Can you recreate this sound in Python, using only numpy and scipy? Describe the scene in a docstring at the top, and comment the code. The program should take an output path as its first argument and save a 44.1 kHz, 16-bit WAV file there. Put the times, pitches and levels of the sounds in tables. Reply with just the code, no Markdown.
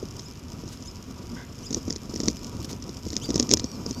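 """A suburban street leading into a roundabout, from a camera microphone on a rolling bicycle's handlebar.
Close up, wind and tyres rumble and the rough road keeps the mount chattering; each bump thumps the frame,
clicks the camera case and faintly rings the bell. There are brief gritty scrapes and a thin high whine.
Farther off, birds screech, rasp and whistle in the trees, with a short echo from the street."""
import sys
import numpy as np
from scipy import signal
from scipy.fft import rfft, irfft, next_fast_len
from scipy.io import wavfile
from scipy.ndimage import uniform_filter1d, map_coordinates

SR = 44100
rng = np.random.default_rng(int(sys.argv[2]) if len(sys.argv) > 2 else 0)


def digitize_waveform(pressure):
    """Quantize a signal to 16-bit integers and store it at the path in sys.argv[1].

    Rows of a 2-D input are taken as channels; values are limited to [-1, 1].
    """
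    field = np.atleast_2d(pressure).T
    bounded = np.clip(field, -1, 1)
    quanta = np.round(bounded * 32767).astype(np.int16)
    wavfile.write(sys.argv[1], SR, quanta)


N = 176400

# jolts from the road: t/s, peak of the case's click/dB, relative peak of the frame's thump/dB
BUMPS = [(0.03, -37, -24), (0.638, -38, -29), (0.1954, -25, -41), (0.6792, -31, -43), (0.8247, -32, -40),
         (1.708, -22, -25), (1.7294, -22, -24), (1.7463, -9.5, -24), (1.7701, -30, -21), (1.713, -34, -24),
         (1.8812, -30, -21), (1.9018, -25, -27), (1.9059, -13, -22), (1.9269, -16, -30), (1.9618, -21, -29),
         (2.1392, -32, -23), (2.096, -34, -27), (2.1614, -19, -23), (2.2033, -15, -20), (2.2349, -25, -20),
         (2.238, -23, -21), (2.258, -22, -29), (2.2785, -22, -17), (2.284, -6.5, -13.5), (2.3017, -25, -25),
         (2.4463, -25, -41), (2.6037, -30, -31), (2.6463, -25, -32), (2.7138, -29, -29), (2.7307, -28, -24),
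         (2.8245, -28, -42), (2.8935, -32, -27), (3.0671, -30, -22), (3.1043, -24, -37), (3.1322, -24, -24),
         (3.1667, -7.5, -23), (3.2911, -28, -18), (3.3053, -16, -16), (3.3438, -18, -20),
         (3.3593, -12, -12), (3.3798, -16, -23), (3.3988, -5, -14), (3.4067, -19, -22), (3.4274, -15, -20),
         (3.493, -15, -22), (3.5075, -17, -25), (3.514, -4, -14), (3.5233, -12, -19), (3.5311, -19, -17),
         (3.5365, -7, -22), (3.5382, 4.5, -10), (3.543, -19, -26), (3.5725, -18, -24), (3.5971, -16, -25),
         (3.6435, -16, -19), (3.8639, -18, -22), (3.9106, -19, -25)]


def amp(db):
    """Decibels to gain."""
    return 10 ** (np.asarray(db) / 20)


def unit(x):
    """Scale to rms 1."""
    return x / np.sqrt(np.mean(x ** 2) + 1e-20)


def seconds(length):
    """A time axis."""
    return np.arange(int(length * SR)) / SR


def add(track, s, sound):
    """Mix a sound in at time s."""
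    part = track[max(round(s * SR), 0):][:len(sound)]
    part += sound[:len(part)]


def wobble(rate):
    """A smooth random curve, rate knots a second."""
    return map_coordinates(rng.standard_normal(int(N * rate / SR) + 4), [np.arange(N) * rate / SR])


def tremble(count, size):
    """Noise smoothed over size samples, at rms 1."""
    return unit(uniform_filter1d(rng.standard_normal(count), size))


def response(points, size=8192):
    """Causal impulse response with the colour given as f/Hz, level/dB."""
    hz, db = np.transpose(points)
    grid = np.fft.rfftfreq(size, 1 / SR)
    cepstrum = irfft(np.log(amp(np.interp(np.log(grid + 1), np.log(hz + 1), db))))
    cepstrum[1:size // 2] *= 2
    cepstrum[size // 2 + 1:] = 0
    return irfft(np.exp(rfft(cepstrum)))


def coloured(x, points):
    """x through a colour, at rms 1."""
    return unit(signal.fftconvolve(x, response(points))[:len(x)])


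def noise(points):
    """Steady coloured noise at rms 1."""
    return coloured(rng.standard_normal(N + SR), points)[SR:]


def grains(rate, spread_db):
    """Random tiny impacts, rate a second."""
    hits = (rng.random(N) < rate / SR) * rng.choice([-1, 1], N)
    return hits * amp(spread_db * np.clip(rng.standard_normal(N), -2, 2))


def note(hz, partials, rough):
    """A bird's note on a pitch path: swells, fades and trembles."""
    phase = 2 * np.pi * np.cumsum(hz * (1 + rough * tremble(len(hz), size=40))) / SR
    tone = sum(amp(db) * np.sin(round(k) * phase) for k, db in partials)
    return signal.windows.tukey(len(hz), .5) * tone


def rolling(shake_db=2.5, flutter_db=3.0):
    """Rough asphalt shakes the frame and keeps the mount buzzing and ticking right at the microphone."""
    # roughness along the ride: t/s, relative chatter level/dB, relative rumble level/dB
    ride = [(0.0, -52.5, -42.5), (0.57, -54, -42.5), (0.82, -52.5, -42.5), (0.99, -54.5, -44.5),
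            (1.17, -55, -42.5), (1.57, -54, -44), (1.78, -47, -40.5), (1.95, -57, -43.5),
            (2.14, -49.5, -41), (2.31, -47.5, -40), (2.83, -54.5, -39.5), (3.06, -49, -43),
            (3.25, -48.5, -38.5), (3.46, -48.5, -36.5), (3.68, -51, -38.5), (4.0, -50, -39)]
    # tyres heard through the frame: f/Hz, level/dB
    road_colour = [(65, -16.5), (110, 1.5), (182, -2), (252, 0.5), (291, -4.5), (400, -9.5), (561, -16),
                   (888, -22.5), (969, -13), (1030, -25), (1140, -18), (1500, -28.5), (1950, -75),
                   (3300, -120)]
    # resonances of the mount: f/Hz, level/dB
    mount_colour = [(1000, -36), (2800, -9.5), (4200, -11), (5200, 3.5), (6000, -3), (6900, -3),
                    (7900, -13), (9500, -24), (12500, -17), (15500, -33)]
    s, chatter_db, road_db = np.transpose(ride)
    t = np.arange(N) / SR
    shaking_db = shake_db * wobble(35)
    rumble = amp(np.interp(t, s, road_db) + 1 + shaking_db) * noise(road_colour)
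    bursts = rng.standard_normal(N) * amp(shaking_db + flutter_db * np.tanh(wobble(130)))
    ticks = rng.standard_normal(N) * uniform_filter1d(grains(rate=120, spread_db=5), size=70)
    chatter = coloured(bursts, mount_colour) + amp(0.5) * coloured(ticks, mount_colour)
    return rumble + amp(np.interp(t, s, chatter_db) - 1) * chatter


def wind(wind_db=-44.5, gust_db=2.5, hiss_db=-57):
    """Air buffets the microphone over the even hiss of the street."""
    # buffeting: f/Hz, level/dB
    wind_colour = [(10, -41), (20, -25), (35, 0.5), (60, 2), (95, 8.5), (140, -26), (300, -26), (900, -62),
                   (2000, -120)]
    # street hiss: f/Hz, level/dB
    hiss_colour = [(400, -19), (980, -3), (1250, 3.5), (1800, -2), (3000, 0), (4200, -6), (6500, -24),
                   (9000, -14), (12500, -14.5), (14300, -18), (15800, -44)]
    return amp(wind_db + gust_db * wobble(14)) * noise(wind_colour) + amp(hiss_db) * noise(hiss_colour)


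def whine(hz=13300, level_db=-75, waver_db=8, rise_db_per_s=2.0):
    """A thin high whine flickers and slowly grows."""
    t = np.arange(N) / SR
    level = amp(waver_db * np.tanh(wobble(5.7) + wobble(40)) + rise_db_per_s * t)
    return amp(level_db) * unit(level * np.sin(2 * np.pi * hz * t + wobble(300)))


def bell(hz=2384, t60_s=2.2, level_db=-68):
    """The bicycle's bell hums faintly throughout, fed by the jolts."""
    t = np.arange(N) / SR
    energy = sum(amp(db) ** 2 * (t > s) * amp(-60 * np.abs(t - s) / t60_s) ** 2 for s, _, db in BUMPS)
    return amp(level_db) * unit(np.sqrt(energy + 0.012) * np.sin(2 * np.pi * hz * t))


def frame_thump(t, detune=.1, rise_s=0.0019):
    """The jolted frame rings for a few low cycles, tuned a little differently each time; peak 1."""
    # modes of the frame: f/Hz, level/dB, T60/s
    modes = [(65.3, -20.5, 0.2), (144.3, -9.5, 0.047), (226, -3, 0.044), (292.2, 1, 0.029),
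             (405, -6, 0.031), (596, -14.5, 0.023), (1116, -25, 0.019)]
    ring = sum(amp(db - 60 * t / t60) * np.sin(2 * np.pi * hz * np.exp(detune * rng.normal()) * t)
               for hz, db, t60 in modes)
    thump = ring * (1 - np.exp(-(t / rise_s) ** 2))
    return thump / np.abs(thump).max()


def bumps(contact_s=0.00069, loosen_s=0.0013, settle_s=0.0033, stray_s=0.01114):
    """Each jolt thumps the frame and clicks the camera case amid a lumpy buzz and small stray ticks just before
    and after."""
    # resonances of the case: f/Hz, level/dB
    case_colour = [(400, -36.5), (1100, -15.5), (1400, -29.5), (1900, -12.5), (2800, -20), (3700, -9.5),
                   (4500, -5.5), (5200, 3), (6300, 0.5), (7000, -3.5), (7700, -16), (9000, -29.5),
                   (13000, -38.5), (16000, -64)]
    out, t, case = np.zeros(N), seconds(0.09), response(case_colour)
    lead_s = .02  # room for the buzz to build before the blow
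    since = t - lead_s
    touch = lambda at: np.exp(-((since - at) / contact_s) ** 2)
    buzz = np.exp(np.minimum(since / loosen_s, -since / settle_s))
    for s, click_db, thump_db in BUMPS:
        stray_ticks = sum(touch(side * stray_s * rng.uniform(0.13, 1)) for side in (-1, 1, 1))
        lumps = amp(5 * np.tanh(tremble(len(t), size=130)))
        clatter = amp(-18) * buzz * lumps + amp(-23) * stray_ticks
        contact = touch(0) + amp(-0.43 * click_db) * clatter  # softer clicks hold more clatter
        click = signal.fftconvolve(rng.choice([-1, 1], len(t)) * contact, case)[:len(t)]
        add(out, s - lead_s - .0002, amp(click_db) * click / np.abs(click).max())
        add(out, s - 0.00257, amp(thump_db - 0.5) * frame_thump(t))
    return out


def screeches(rise_s=.046, yelp_after_s=.031, yelp_s=0.045, yelp_t60_s=0.08, sag_hz_per_s=4240):
    """A bird's rough, two-voiced screech rises and breaks into a louder, falling yelp."""
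    # screeches: t/s, base level/dB, gain of the fundamental/dB, yelp's starting f/Hz
    calls = [(.222, -45, -18, 5150), (.843, -41.5, -15, 5220), (1.628, -39.5, -11.5, 5070),
             (2.34, -48, -13, 5160), (3.209, -36, -4.5, 4800)]
    # two voices at once: pitch ratio, gain/dB
    voices = [(0.99, -1.5), (.91, -11)]
    # overtones of each voice: harmonic number, gain/dB
    overtones = [(2, -3), (3, -20), (4, -29)]
    out, t = np.zeros(N), seconds(yelp_s)
    sweep = 2650 + 1030 * np.sin(np.pi / 2 * seconds(rise_s) / rise_s)
    for s, db, fundamental_db, yelp_hz in calls:
        for ratio, voice_db in voices:
            voice = note(ratio * sweep, [(1, fundamental_db), *overtones], rough=.045)
            add(out, s, amp(db + voice_db) * voice)
        yelp = note(yelp_hz - sag_hz_per_s * t, [(1, 0)], rough=.022)
        add(out, s + yelp_after_s, amp(db + 11.5 - 60 * t / yelp_t60_s) * yelp)
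    return out


def scrapes(flicker_db=9.4):
    """Brief bright scrapes, as of grit under a tyre."""
    # scrapes: t/s, length/s, level/dB
    patches = [(0.665, 0.14, -47.5), (2.616, 0.051, -43.5), (2.655, 0.12, -47), (3.214, 0.068, -44.5)]
    # grit: f/Hz, level/dB
    grit_colour = [(1000, -13), (2400, -5.5), (3600, -2.5), (6500, -1), (9000, -12.5), (13500, -14),
                   (16000, -29)]
    grit = coloured(rng.standard_normal(N) * amp(flicker_db * np.tanh(wobble(140))), grit_colour)
    envelope = np.zeros(N)
    for s, length, db in patches:
        add(envelope, s, amp(db) * signal.windows.tukey(len(seconds(length)), .9))
    return envelope * grit


def rasp(start_s=1.345, rise_s=0.042, level_db=-45):
    """One low, toneless bird call swells quickly and dies away."""
    # the hoarse voice: f/Hz, level/dB
    rasp_colour = [(1300, -19), (1550, 1.5), (1800, -13), (2080, -4), (2350, -30), (3500, -18), (5000, -42),
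                   (9000, -68)]
    out, t = np.zeros(N), seconds(.5)
    swell = (t / rise_s * np.exp(1 - t / rise_s)) ** 2
    add(out, start_s, amp(level_db) * swell * coloured(rng.standard_normal(len(t)), rasp_colour))
    return out


def whistles(end_drop=0.17):
    """Two bird whistles arch up and down in pitch, sounding only their upper harmonics."""
    # whistles: t/s, length/s, fundamental at the top f/Hz, base level/dB, gain of harmonic 4/dB
    calls = [(3.595, .2, 1140, -51.5, -1), (3.913, .135, 1173, -56, 9)]
    # higher partials: harmonic number, gain/dB
    overtones = [(5, 4), (7, -10)]
    out = np.zeros(N)
    for s, length, top_hz, db, fourth_db in calls:
        position = 2 * seconds(length) / length - 1
        arch_hz = top_hz * (1 - end_drop * position ** 2)
        add(out, s, amp(db) * note(arch_hz, [(4, fourth_db), *overtones], rough=0.0086))
    return out


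def with_street_echo(sound, t60_s=0.17, echo_db=-11):
    """The street adds a short diffuse tail to a distant sound."""
    t = seconds(.5)
    tail = rng.standard_normal(len(t)) * amp(-60 * t / t60_s)
    return sound + amp(echo_db) * signal.fftconvolve(sound, tail / np.linalg.norm(tail))[:N]


def scene():
    """One handlebar microphone: the bicycle close and dry, the birds off in the trees."""
    close = rolling() + wind() + bumps() + scrapes() + bell() + whine()
    birds = with_street_echo(screeches() + whistles() + rasp())
    return (close + birds)[None]


def record(dry, top_hz=16000):
    """The camera overloads at full scale and falls off steeply at its band limit."""
    size = next_fast_len(N + SR // 2)
    low_pass = 1 / (1 + (np.fft.rfftfreq(size, 1 / SR) / top_hz) ** 60)
    return irfft(rfft(np.clip(dry, -1, 1), size) * low_pass, size)[..., :N]


dry = scene()
out = record(dry)
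digitize_waveform(out)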